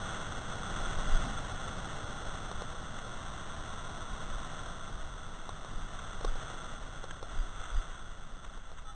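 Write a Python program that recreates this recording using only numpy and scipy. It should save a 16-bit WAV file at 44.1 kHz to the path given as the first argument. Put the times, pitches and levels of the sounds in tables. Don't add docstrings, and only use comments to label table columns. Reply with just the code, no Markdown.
import sys
import numpy as np
from scipy import signal
from scipy.fft import rfft, irfft, next_fast_len
from scipy.io import wavfile
from scipy.ndimage import uniform_filter1d

SR = 44100
rng = np.random.default_rng(int(sys.argv[2]) if len(sys.argv) > 2 else 0)


def log_audio(samples):
    frames = np.atleast_2d(samples).T
    limited = np.clip(frames, -1, 1)
    pcm = np.round(limited * 32767).astype(np.int16)
    wavfile.write(sys.argv[1], SR, pcm)


N = 394685

# (time [s], level [dB])
FLOW = [(0.0, -44), (0.25, -45.5), (1.22, -43), (1.42, -45), (1.74, -45), (2.74, -48), (4.54, -48),
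        (5.21, -51.5), (6.48, -49.5), (8.95, -57.5)]
# (time [s], lift [dB], length [s])
RAIL_SURGES = [(0.15, 2, .15), (0.818, 1.5, .18), (1.18, 1.5, 0.15), (2.32, 1.5, .15), (3.196, 0.7, .1),
               (4.55, 1, .2), (6.055, 1.5, .2), (6.512, 3, 0.34), (7.354, 3.5, 0.087), (7.68, 5.5, 0.25),
               (7.953, 2.5, 0.23), (8.5, 1.5, 0.094)]


def whitewater():
    flow_db = np.interp(np.arange(N) / SR, *np.transpose(FLOW))
    full_db = flow_db.max()
    slack_db = flow_db - full_db
    surge_db = sum(lift_db * swell(s, 0, length) for s, lift_db, length in RAIL_SURGES)
    return spray(full_db, slack_db, surge_db) + churn(full_db, slack_db, surge_db) + hull(full_db, slack_db)


# (frequency [Hz], relative level [dB])
SPRAY_SPECTRUM = [(800, -36.5), (900, -7), (970, -4), (1090, -0.5), (1190, -1), (1340, 2.5), (1450, 2.5),
                  (1580, -2.5), (1660, -9), (1740, -5.5), (1830, -7.5), (1980, -6.5), (2230, -12.5),
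                  (2400, -21.5)]
# (time [s], level re spray [dB], length [s])
NOSE_AWASH = (4.27, -6.5, 2.43)


def spray(full_db, slack_db, surge_db):
    fizz = froth(SPRAY_SPECTRUM, per_s=2500, spread_db=2.0, wash_db=0.0, flutter_db=0.5, flutter_hz=27)
    hollow_hz = 1320.6 + 110 * from_db(slack_db) ** 2
    hollow = from_db(-9.5) * resonance(hollow_hz, width_hz=47)
    nose = swell(*NOSE_AWASH) * resonance(1040, width_hz=105)
    return from_db(0.5 + full_db + slack_db + surge_db) * (fizz + hollow + nose)


# (frequency [Hz], relative level [dB])
CHURN_SPECTRUM = [(180, -16.5), (300, -4), (390, -4.5), (490, -2.5), (560, -3), (640, 1), (710, -1.5),
                  (790, 1), (880, -7), (1000, -26.5)]


def churn(full_db, slack_db, surge_db):
    pockets = froth(CHURN_SPECTRUM, per_s=900, spread_db=1.5, wash_db=1.0, flutter_db=1.0, flutter_hz=20)
    return from_db(-2.5 + full_db + 1.11 * slack_db + 0.55 * surge_db) * pockets


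# (frequency [Hz], relative level [dB])
HULL_SPECTRUM = [(45, -11), (75, -0.5), (115, -1.5), (160, -3), (210, -6.5), (270, -11), (400, -27)]
# (time [s], level [dB], length [s])
HULL_BOOMS = [(1.28, -42.5, 0.093), (5.76, -50, 0.13), (6.28, -48.5, 0.064)]


def hull(full_db, slack_db):
    planing = from_db(-0.07 + full_db + 1.116 * slack_db)
    booms = sum(swell(*boom) for boom in HULL_BOOMS)
    return np.hypot(planing, booms) * steady_noise(HULL_SPECTRUM, 0.3)


# (frequency [Hz], relative level [dB])
EDDY_SPECTRUM = [(6, -4.5), (12, 3.5), (24, -3), (34, -8), (50, -15.5), (68, -16), (100, -29.5)]
# (frequency [Hz], relative level [dB])
GUST_SPECTRUM = [(10, -1.5), (18, 3.5), (30, -1), (45, -10.5), (65, -18), (100, -39.5)]
# (time [s], level [dB], length [s])
GUSTS = [(1.05, -34, 0.53), (1.137, -21.5, 0.058), (2.263, -37, 0.051), (2.567, -33.5, 0.054),
         (4.13, -35, 0.03), (4.345, -34, 0.13), (5.04, -35.5, 0.15), (5.783, -35, 0.083),
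         (6.307, -29.5, 0.17), (7.397, -28, 0.076), (7.586, -37.5, 0.04), (7.769, -21, 0.046),
         (8.5, -37.5, 0.074)]


def wind():
    eddies = from_db(-41.5) * steady_noise(EDDY_SPECTRUM, 0.14)
    thumps = steady_noise(GUST_SPECTRUM, 0.14) * sum(swell(*gust) for gust in GUSTS)
    return eddies + thumps


# (time [s], level [dB], pitch [Hz], 60 dB decay time [s])
DROPS = [(2.5142, -27, 695, 0.0076), (2.6202, -27, 570, 0.012), (5.4917, -26.5, 792, 0.0035),
         (5.6470, -31.5, 660, 0.017), (6.2105, -31, 595, 0.035), (6.2464, -23.5, 460, 0.02),
         (6.2490, -25.5, 600, 0.022), (6.3560, -34, 610, 0.015), (7.0404, -30.5, 540, 0.027),
         (7.1086, -31.5, 1610, 0.022), (7.2279, -29, 564, 0.021), (7.3160, -43, 700, .012),
         (8.5747, -39.5, 910, 0.016), (8.7165, -39, 560, .014)]
# (frequency [Hz], relative level [dB], 60 dB decay time [s])
HOUSING_MODES = [(520, 0.5, 0.017), (813, 6.5, 0.01), (1066, 1, 0.016), (1440, -15, 0.014),
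                 (1850, -23, 0.0062)]


def drops():
    out, t = np.zeros(N + SR), np.arange(SR // 20) / SR
    for s, level_db, hz, t60 in DROPS:
        strengths = rng.uniform(.85, 1.15, len(HOUSING_MODES))
        shell = sum(strength * from_db(db) * min(mode_hz / hz, 1) ** 2 * ring(t, mode_hz, mode_t60)
                    for strength, (mode_hz, db, mode_t60) in zip(strengths, HOUSING_MODES))
        tap = ring(t, hz, t60) + shell
        start = int(s * SR)
        out[start:start + len(t)] -= from_db(level_db + 0.5) * tap / np.abs(tap).max()
    return out[:N]


# (time [s], level [dB], length [s])
SLAPS = [(0.767, -39.5, 0.013), (2.985, -44.5, 0.009), (5.993, -39, 0.0055), (7.603, -47.5, .014),
         (7.640, -36.5, 0.0035), (7.655, -40, 0.0034), (8.448, -46.5, 0.0078), (8.786, -49.5, 0.017)]


def slaps():
    return steady_noise(SPRAY_SPECTRUM, 0.012) * sum(swell(*slap) for slap in SLAPS)


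# (time [s], level [dB], length [s])
GURGLE_SWELL = (8.893, -50, 0.05)
# (frequency [Hz], relative level [dB])
GURGLE_PARTIALS = [(820, -4), (1295, 4), (1810, -9)]


def gurgle(waver):
    tones = sum(from_db(db) * np.sin(phase_of(hz * (1 + waver * drift(24.8))))
                for hz, db in GURGLE_PARTIALS)
    return swell(*GURGLE_SWELL) * rms_one(tones)


def froth(spectrum, per_s, spread_db, wash_db, flutter_db, flutter_hz):
    sizes = from_db(spread_db * np.minimum(rng.exponential(1, N), 4))
    clicks = sizes * rng.choice([-1, 1], N) * (rng.random(N) < per_s / SR)
    bursts = rms_one(clicks) + from_db(wash_db) * rng.standard_normal(N)
    flutter = from_db(flutter_db * drift(flutter_hz))
    return rms_one(evened(coloured(bursts, spectrum), 0.19) * flutter)


def resonance(centre_hz, width_hz):
    phase = phase_of(centre_hz * np.ones(N))
    return rms_one(drift(width_hz) * np.cos(phase) + drift(width_hz) * np.sin(phase))


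def ring(t, hz, t60):
    attack = np.minimum(2 * hz * t, 1)
    return np.sin(2 * np.pi * hz * t) * from_db(-60 * t / max(t60, .002)) * attack


def swell(s, level_db, length):
    return from_db(level_db) * np.exp(-2 * np.minimum(((np.arange(N) / SR - s) / length) ** 2, 20))


def steady_noise(spectrum, seconds):
    return evened(coloured(rng.standard_normal(N), spectrum), seconds)


def coloured(x, spectrum):
    size = next_fast_len(N)
    hz = np.maximum(np.arange(size // 2 + 1) * SR / size, 1)
    points_hz, db = np.transpose(spectrum)
    octaves_outside = np.abs(np.log2(hz / np.clip(hz, points_hz[0], points_hz[-1])))
    gain = from_db(np.interp(np.log(hz), np.log(points_hz), db) - 36 * octaves_outside)
    return rms_one(irfft(rfft(x, size) * gain, size)[:N])


def drift(hz):
    step, settle = 40, 2000
    pole = np.exp(-2 * np.pi * hz * step / SR)
    noise = rng.standard_normal(N // step + settle + 2)
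    slow = signal.lfilter([1], [1, -2 * pole, pole * pole], noise)[settle:]
    return np.interp(np.arange(N) / step, np.arange(len(slow)), rms_one(slow))


def evened(x, seconds):
    return x / np.sqrt(uniform_filter1d(x ** 2, max(int(seconds * SR), 2)) + 1e-6)


def phase_of(hz):
    return 2 * np.pi * np.cumsum(hz) / SR


def from_db(db):
    return 10 ** (np.asarray(db) / 20)


def rms_one(x):
    return x / np.sqrt(np.mean(x ** 2) + 1e-20)


def scene():
    return (whitewater() + slaps() + gurgle(waver=0.014) + wind() + drops())[None]


def record(dry):
    hold_hz, cutoff_hz = 4800, 8900
    treble_hz, treble_db = (4800, 7650), -14.5
    narrow = signal.sosfilt(signal.ellip(10, .2, 70, .495 * hold_hz, fs=SR, output="sos"), dry[0])
    edges = np.arange(N + 1) / SR
    ticks = np.arange(int(edges[-1] * hold_hz) + 2) / hold_hz
    held = np.interp(ticks, edges[:-1], narrow)
    steps = np.diff(np.interp(edges, ticks, np.cumsum(held) / hold_hz)) * SR
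    treble = signal.sosfilt(signal.butter(1, treble_hz, "band", fs=SR, output="sos"), steps)
    bright = steps + from_db(treble_db) * treble
    return signal.sosfilt(signal.ellip(12, .1, 80, cutoff_hz, fs=SR, output="sos"), bright)[None]


dry = scene()
out = record(dry)
log_audio(out)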